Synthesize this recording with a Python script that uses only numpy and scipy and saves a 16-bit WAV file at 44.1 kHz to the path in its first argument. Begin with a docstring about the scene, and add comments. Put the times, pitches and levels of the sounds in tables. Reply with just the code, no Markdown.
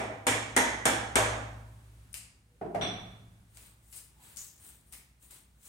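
"""A mallet drives a chisel into a clamped board in a bare, ringing workshop: five blows over faint
rumble and hiss. At 2.1 s the chisel is prised out and fibres snap. From 2.6 s the mallet is laid on the
bench: its soft face thuds, its steel head clinks. From 3.5 s a palm sweeps chips off the board in hissing
strokes, with clicks. A small camera with two unlike microphone ports listens from across the bench."""
import sys
import numpy as np
from scipy import signal
from scipy.fft import rfft, irfft, next_fast_len
from scipy.io import wavfile
from scipy.ndimage import uniform_filter1d

SR = 44100
rng = np.random.default_rng(int(sys.argv[2]) if len(sys.argv) > 2 else 0)


def generate_wav(sig):
    """Save sig (samples, or channels by samples) to the path in sys.argv[1] as 16-bit PCM at SR."""
    pcm = np.round(np.clip(np.atleast_2d(sig).T, -1, 1) * 32767).astype(np.int16)
    wavfile.write(sys.argv[1], SR, pcm)


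N = 250752

# mallet blows: t/s, level/dB, boom/dB, board body/dB, handle ring/dB, blade ring/dB, crack/dB,
# then f/Hz, lift/dB of the favoured note of board, handle and blade
MALLET_BLOWS = [(-.03, -31.5, -10.5, 4, 4, 8, -15, 640, 4, 2280, 3, 5500, 0),
                (0.267, -25, -5.5, -3, 2, 6, 4.5, 484, 4, 2250, 3, 7300, 3),
                (.564, -21.5, -8, 0.5, 6, 5, 6, 900, 3, 1950, 3, 6250, 4),
                (.854, -23.5, -3.5, 1.5, 1.5, 6, 4.5, 800, 3, 1640, 4, 7000, 2),
                (1.155, -22.5, 1, -.5, 1, 3, 2, 646, 4.5, 1640, 4, 6800, 3)]
BLOW_SPECTRUM = [(24, -57.5), (40, -17.5), (112, -5), (155, -14), (249, -2.5), (372, -3.5), (733, -1.5),
                 (810, -2.5), (1090, -4), (2000, -7), (3470, -11.5), (4800, -18.5), (6300, -15.5),
                 (8770, -14), (14800, -32.5), (16000, -53)]  # f/Hz, density/dB
BOARD_MODES = [(256, 12, 0), (396, 20, 0.5), (485, 6.9, 10), (632, 21, 6.5), (796, 34, 6), (940, 15, 4.5)]  # f/Hz, width/Hz, lift/dB
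HANDLE_MODES = [(1680, 410, 1), (1910, 240, 0.98), (2060, 190, 0.68)]  # wooden handle: f/Hz, width/Hz, share of ring
BLADE_MODES = [(2300, 120, 0.88), (3380, 280, 0.79), (5500, 200, 0.85), (6254, 220, 0.64), (7100, 250, .5),
               (8800, 180, 0.92), (15200, 1400, 1.1)]  # chisel steel: f/Hz, width/Hz, share of ring
SHOP_MODES = [(58.8, -40.5, 2.8), (110.5, -35, 2.3)]  # standing waves: f/Hz, level/dB, t60/s
SHOP_DECAY = [(50, 2.6), (130, 1.42), (350, 0.78), (920, 0.87), (2430, 0.72), (6400, 0.63), (14000, 0.31)]  # reverberation: f/Hz, t60/s
REFLECTIONS = [(.0035, -2, 1.5), (.0075, -7.5, -1.5), (.012, -0.5, -7), (.018, -12.5, -2.5), (.025, -12, 0)]  # first echoes: delay/s, level/dB, left over right/dB
AMBIENT_SPECTRUM = [(25, -22), (41, -24), (70, -7), (103, -1.5), (451, -23), (1280, -24.5), (4190, -31),
                    (5020, -33), (5620, -33), (6020, -33), (9490, -30.5), (10600, -35.5), (16000, -39)]  # background hiss: f/Hz, density/dB
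AMBIENT_LEVELS = [(0, -64.5), (1.5, -60), (2.1, -60.5), (2.45, -68), (3.0, -61.5), (3.6, -65),
                  (4.85, -65.5), (5.1, -68), (5.69, -67)]  # background hiss: t/s, level/dB
# fibres and chips: t/s, click/dB, tilt/(dB/octave), ring f/Hz, ring lift/dB, echo/dB
WOOD_SNAPS = [(2.1281, -39, 3, 9400, 16, -62.5), (2.1299, -37.5, 5, 9480, 16, -60),
              (2.141, -21, 1, 2600, 4, -46), (2.145, -32.5, -4.5, 2620, 12, -57),
              (2.1497, -34.5, 4, 8040, 11, -52), (2.169, -36, 2, 9300, 12, -51),
              (3.5465, -50, 1, 9000, 7, -66), (3.571, -35, -3, 9040, 4, -60.5),
              (3.9258, -32, 1, 10930, 2, -53.5), (3.976, -37.5, 2.5, 9000, 7, -53.5),
              (4.3611, -33, 2.5, 9400, 4, -60), (4.3698, -27.5, 4, 6930, 8, -59.5),
              (4.3712, -31, 1.5, 7000, 12, -55), (4.3785, -32, 2, 6830, 11, -63),
              (4.9238, -33, 2.5, 10200, 6, -54), (4.9303, -40.5, 2.5, 9500, 5, -61.5),
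              (4.9355, -37, -1, 2050, 14, -60), (5.3086, -37, 5, 9000, 3, -59.5)]
SNAP_SPECTRUM = [(290, -51), (500, -19.5), (1230, -11.5), (2730, -4), (3110, -9), (4600, -7.5),
                 (5020, -1.5), (5550, -7), (8330, -3.5), (15100, -10), (16000, -24)]  # f/Hz, density/dB
FACE_THUDS = [(2.613, -38.5, 2.5, 717), (2.652, -41, -5, 404), (2.7465, -31.5, 6, 710),
              (2.792, -41, -8, 666)]  # mallet on bench: t/s, level/dB, hardness/(dB/octave), favoured f/Hz
THUD_SPECTRUM = [(24, -46), (40, -42), (111, -14), (315, -5), (413, -3), (506, -14), (680, -2),
                 (933, -15.5), (2210, -30.5), (3720, -48), (9000, -60.5), (11700, -67), (19800, -120)]  # f/Hz, density/dB
BENCH_MODES = [(183.6, 45, 10), (344, 28, 0), (420, 90, 3.5), (643, 24, -0.5), (660, 69, 2.5)]  # f/Hz, width/Hz, lift/dB
HEAD_CLINKS = [(2.8115, -35), (2.8213, -37.5)]  # steel on steel: t/s, level/dB
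CLINK_SPECTRUM = [(800, 4.5), (1500, 3), (2300, -2), (3500, 0), (5000, -20.5), (6800, -31.5),
                  (10000, -24.5), (16000, -53)]  # f/Hz, density/dB
STEEL_MODES = [(2276, 310, 8.5), (3467, 280, 16.5), (4080, 420, 10.5), (4860, 95, 13), (5820, 360, 33),
               (7300, 80, 20), (8280, 440, 23.5), (11200, 280, 16)]  # f/Hz, width/Hz, lift/dB
# palm strokes: full speed t/s, hiss/dB, rise/s, hold/s, fade/(dB/s), rub/dB, hiss centre f/Hz
PALM_STROKES = [(3.574, -57.5, 0.11, .1, 170, -63, 8540), (3.84, -69.5, .05, 0.066, 200, -89, 8350),
                (3.964, -47, 0.1, 0.0086, 170, -60.5, 8600), (4.239, -57, .11, .095, 200, -62, 8400),
                (4.378, -43, .02, .045, 135, -61.5, 7000), (4.65, -53.5, .13, .06, 165, -63, 8500),
                (4.886, -68, 0.11, 0.018, 160, -85, 8800), (4.928, -51, .015, 0.0089, 160, -58, 9000),
                (5.228, -59, .04, .02, 110, -69, 8840), (5.309, -56.5, .02, .06, 200, -63, 8400),
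                (5.668, -52, 0.11, .03, 160, -61.5, 8250)]
RUB_SPECTRUM = [(400, -4), (700, -7.5), (900, -2.5), (1300, -3), (2000, -3), (2800, -3), (4000, -3),
                (7000, -19)]  # skin on wood: f/Hz, density/dB
PORT_COHERENCE = [(60, 0.98), (130, 0.92), (290, 0.89), (640, 0.39), (1410, -0.12), (3100, -0.1),
                  (6820, 0.46), (15000, 0.73)]  # f/Hz, left-right correlation
PORT_BALANCE = [(60, -1.5), (200, 0), (380, -0.5), (700, -0.5), (1290, -3.5), (2380, -5), (4400, 0),
                (6500, 1.5), (8800, 9), (11000, 7), (13000, -0.5), (16000, 6.5)]  # mallet sounds: f/Hz, left over right/dB
LIGHT_BALANCE = [(60, -5), (180, 1), (550, -1.5), (1650, -4), (2600, -3.5), (5000, 2), (6800, 3), (8800, 9),
                 (11500, 5), (15000, -2)]  # light sounds: f/Hz, left over right/dB


def amp(db):
    """dB to gain."""
    return 10 ** (np.asarray(db) / 20)


def unit(x):
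    """Scale to rms 1."""
    return x / np.sqrt(np.mean(x ** 2) + 1e-20)


def along(points, hz):
    """Interpolate (f/Hz, value) points on a log axis."""
    f, v = np.transpose(points)
    return np.interp(np.log(hz + 1), np.log(f + 1), v)


def bump(hz, centre_hz, width_hz):
    """Resonance peak of height 1."""
    return 1 / (1 + (2 * (hz - centre_hz) / width_hz) ** 2)


def peaks_db(hz, modes, scale=1):
    """Summed lift of resonances."""
    return sum(scale * lift * bump(hz, centre_hz, width_hz) for centre_hz, width_hz, lift in modes)


def filtered(x, response):
    """Apply a frequency response."""
    size = next_fast_len(x.shape[-1] + 8192)
    return irfft(rfft(x, size) * response(np.fft.rfftfreq(size, 1 / SR)), size)[..., :x.shape[-1]]


def ports(pair, colour_db, balance):
    """Two independent noises, coloured, blended and panned as the ports hear them."""
    angle = lambda hz: np.arccos(np.clip(along(PORT_COHERENCE, hz), -1, 1)) / 2
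    mid, side = filtered(pair, lambda hz: amp(colour_db(hz)) * [np.cos(angle(hz)), np.sin(angle(hz))])
    left_right = np.array([mid + side, mid - side])
    return filtered(left_right, lambda hz: amp(np.outer([.5, -.5], along(balance, hz))))


def stereo_noise(colour_db, balance=LIGHT_BALANCE, length=N):
    """Noise at the ports, rms 1."""
    return unit(ports(rng.standard_normal((2, length)), colour_db, balance))


def mono_noise(response):
    """Filtered noise, rms 1."""
    return unit(filtered(rng.standard_normal(N), response))


def grains(length, width_hz, centre_hz=8500, per_s=900, spread_db=1.5):
    """Sparse clicks of unequal size, louder on the left, rms 1."""
    sizes = amp(spread_db * rng.exponential(size=length)) * rng.standard_normal(length)
    impulses = sizes * (rng.uniform(size=length) < per_s / SR)
    clicks = filtered(impulses, lambda hz: bump(hz, centre_hz, width_hz))
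    return unit(clicks * amp([[3], [-3]]))


def swell(at_s, db, rise_s, hold_s, fade_db_per_s):
    """Gain that climbs 30 dB per rise_s until at_s, holds, then fades."""
    t = np.arange(N) / SR - at_s
    return amp(db + 30 * np.minimum(t, 0) / rise_s - fade_db_per_s * np.maximum(t - hold_s, 0))


def add(track, at_s, sound):
    """Mix in a mono or stereo sound; at_s may be negative."""
    start = round(at_s * SR)
    part = np.atleast_2d(sound)[:, max(-start, 0):N - start]
    track[:, max(start, 0):][:, :part.shape[1]] += part


def knock(colour_db, balance, direct_db, direct_t60_s, build_s,
          dryness=1, edge_db=0, walls_db=-2, scatter_db=2):
    """Impact: direct burst, first reflections, then reverberation dying band by band."""
    t = np.arange(2 * SR) / SR
    band_hz, frame_s, bands = signal.stft(rng.standard_normal((2, len(t))), SR, nperseg=512)
    decay = amp(-60 * dryness * frame_s / along(SHOP_DECAY, band_hz)[:, None])
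    tail = signal.istft(bands * decay, SR, nperseg=512)[1][:, :len(t)]
    ripple_db = scatter_db * rng.standard_normal(120)  # each hit stirs small resonances differently
    ripple_hz = np.linspace(0, SR / 2, len(ripple_db))
    tail = ports(tail, lambda hz: colour_db(hz) + np.interp(hz, ripple_hz, ripple_db), balance)
    out = tail / np.sqrt(np.mean(tail[:, :SR // 20] ** 2)) * (1 - np.exp(-t / build_s))
    burst_s = t[:1024]
    envelope = amp(direct_db - 60 * burst_s / direct_t60_s) * (1 - np.exp(-burst_s / .00051))
    bright_db = lambda hz: colour_db(hz) + edge_db * bump(hz, 8700, 1600)
    direct_path = (.00063, -walls_db, 8.7)
    for delay_s, db, pan_db in [direct_path] + REFLECTIONS:
        burst = envelope * stereo_noise(bright_db, balance, len(burst_s))
        add(out, delay_s, amp(walls_db + db) * amp([[pan_db / 2], [-pan_db / 2]]) * burst)
    return out


def boom(db):
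    """The shop's lowest standing waves build slowly and ring long."""
    t = np.arange(3 * SR) / SR
    ring = sum(amp(db + mode_db - 60 * t / t60_s) * np.sin(2 * np.pi * hz * t + rng.uniform(0, 2 * np.pi))
               for hz, mode_db, t60_s in SHOP_MODES)
    return ring * (1 - np.exp(-t / .011))


def board_ring(db, favoured, t60_s=.4):
    """The struck board's hollow notes, heard direct."""
    t = np.arange(SR // 2) / SR
    ring = 0
    for hz, _, _ in BOARD_MODES:
        gain = amp(rng.normal(0, 3) + peaks_db(hz, favoured))
        port_phases = rng.uniform(0, 2 * np.pi) + rng.normal(0, hz / 1200, (2, 1))
        ring += gain * np.sin(2 * np.pi * hz * t + port_phases)
    return amp(db - 60 * t / t60_s) * (1 - np.exp(-t / .002)) * ring


def blade_rattle(db, t60_s=.2):
    """The blade chatters in its cut."""
    t = np.arange(SR // 2) / SR
    return amp(db - 60 * t / t60_s) * grains(len(t), width_hz=4000)


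def mallet_blows():
    """Each blow rings board, handle and blade, each on a favoured note, and cracks in the treble."""
    out = np.zeros((2, N))
    relative_widths = (.14, .2, .14)  # board, handle, blade
    for at_s, db, boom_db, body_db, handle_db, blade_db, crack_db, *notes in MALLET_BLOWS:
        favoured = [(hz, width * hz, lift_db)
                    for hz, lift_db, width in zip(notes[::2], notes[1::2], relative_widths)]
        colour_db = lambda hz: (
            along(BLOW_SPECTRUM, hz) + crack_db * hz / (hz + 5000)
            + peaks_db(hz, BOARD_MODES) + body_db * bump(hz, 700, 540)
            + peaks_db(hz, HANDLE_MODES, handle_db) + peaks_db(hz, BLADE_MODES, blade_db)
            + peaks_db(hz, favoured))
        hit = knock(colour_db, PORT_BALANCE, direct_db=10, direct_t60_s=.012, build_s=.0018,
                    edge_db=11, scatter_db=1)
        add(out, at_s, amp(db) * hit)
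        add(out, at_s, boom(boom_db))
        add(out, at_s, board_ring(db - 12, favoured))
        add(out, at_s, blade_rattle(db + crack_db - 16))
    return out


def ambience():
    """Far rumble caught in the lowest standing wave; faint hiss that sinks and swells."""
    rumble = mono_noise(lambda hz: bump(hz, 59, 26) ** 2)
    hiss = stereo_noise(lambda hz: along(AMBIENT_SPECTRUM, hz))
    hiss_db = np.interp(np.arange(N) / SR, *np.transpose(AMBIENT_LEVELS))
    return amp(-63.5) * rumble + amp(hiss_db) * hiss


def wood_snaps():
    """Breaking fibres and flicked chips click, with a short bright echo."""
    out = np.zeros((2, N))
    for at_s, db, tilt_db, ring_hz, ring_db, echo_db in WOOD_SNAPS:
        colour_db = lambda hz: (along(SNAP_SPECTRUM, hz) + tilt_db * np.log2(hz / 5000 + .1)
                                + ring_db * bump(hz, ring_hz, .36 * ring_hz))
        t60_s = .0025 + .0003 * abs(ring_db)  # a ringing chip lasts longer
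        click = knock(colour_db, LIGHT_BALANCE, db - echo_db, t60_s,
                      build_s=.0013, dryness=1.29, walls_db=-11)
        add(out, at_s, amp(echo_db) * click)
    return out


def face_thuds(note_t60_s=.13):
    """The mallet's soft face lands and rocks, sounding the bench's note and the shop's boom."""
    out, t = np.zeros((2, N)), np.arange(SR // 4) / SR
    for at_s, db, hardness_db, note_hz in FACE_THUDS:
        colour_db = lambda hz: (along(THUD_SPECTRUM, hz) + hardness_db * np.log2(hz / 500 + 1)
                                + peaks_db(hz, BENCH_MODES) + 5.5 * bump(hz, note_hz, 160))
        thud = knock(colour_db, PORT_BALANCE, direct_db=2.5, direct_t60_s=.04, build_s=.004, dryness=1.11)
        bench_note = amp(db + 1.5 - 60 * t / note_t60_s) * np.sin(2 * np.pi * note_hz * t)
        add(out, at_s, amp(db) * thud)
        add(out, at_s, boom(db + 24))
        add(out, at_s, bench_note)
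    return out


def head_clinks():
    """The steel head touches steel; the shop prolongs its short ring."""
    out = np.zeros((2, N))
    colour_db = lambda hz: along(CLINK_SPECTRUM, hz) + peaks_db(hz, STEEL_MODES)
    for at_s, db in HEAD_CLINKS:
        clink = knock(colour_db, PORT_BALANCE, direct_db=4, direct_t60_s=.01, build_s=.0015, dryness=.98)
        add(out, at_s, amp(db) * clink)
    return out


def dust_hiss(centre_hz, air_db_per_khz=2):
    """Dust dragged over the grain: rough hiss, more top octave as its centre rises, rms 1."""
    roughness = amp(1.2 * mono_noise(lambda hz: bump(hz, 0, 330)))
    pair = ports(rng.standard_normal((2, N)) * roughness, np.zeros_like, LIGHT_BALANCE)
    hz, frame_s, bands = signal.stft(pair, SR, nperseg=256)
    centre_hz = np.interp(frame_s, np.arange(N) / SR, centre_hz)
    air = amp(-3.5 + air_db_per_khz * (centre_hz - centre_hz.max()) / 1000)
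    shape = bump(hz[:, None], centre_hz, 4500) ** 2 + air * bump(hz[:, None], 16000, 9000)
    # contact shifts between fingers: patches of hiss swell and sink
    patches = uniform_filter1d(rng.standard_normal(bands.shape[1:]), size=3, axis=0)
    patches = uniform_filter1d(patches, size=14, axis=1)
    shape *= amp(2.5 * unit(patches))
    return unit(signal.istft(bands * shape, SR, nperseg=256)[1][:, :N])


def palm_sweeps(rub_fade_ratio=.7):
    """Hiss and rolling grit follow the palm's speed; skin rub and bench rumble follow its pressure."""
    speeds, pressure = [], 0
    for at_s, hiss_db, rise_s, hold_s, fade_db_per_s, rub_db, _ in PALM_STROKES:
        speeds.append(swell(at_s, hiss_db, rise_s, hold_s, fade_db_per_s))
        pressure += swell(at_s, rub_db, rise_s, hold_s, rub_fade_ratio * fade_db_per_s)
    loudest = np.argmax(speeds, axis=0)
    hiss = dust_hiss(centre_hz=np.array(PALM_STROKES)[loudest, -1])
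    grit = amp(-13) * grains(N, width_hz=4500)
    rub = stereo_noise(lambda hz: along(RUB_SPECTRUM, hz))
    rumble = amp(-10) * mono_noise(lambda hz: bump(hz, 70, 60) + .6 * bump(hz, 180, 90))
    return sum(speeds) * (hiss + grit) + pressure * (rub + rumble)


def palm_catch():
    """The palm catches once and drones."""
    drone = stereo_noise(lambda hz: 20 * np.log10(bump(hz, 880, 190)))
    return swell(at_s=4.22, db=-65.5, rise_s=.17, hold_s=0, fade_db_per_s=150) * drone


def scene():
    """All sources, stereo."""
    return (mallet_blows() + ambience() + wood_snaps() + face_thuds() + head_clinks()
            + palm_sweeps() + palm_catch())


def record(dry):
    """Microphone bass roll-off and camera band limit."""
    bass_hz, top_hz = 32, 16000
    return filtered(dry, lambda hz: (hz < top_hz) * (1j * hz / (bass_hz + 1j * hz)) ** 2)


dry = scene()
out = record(dry)
generate_wav(out)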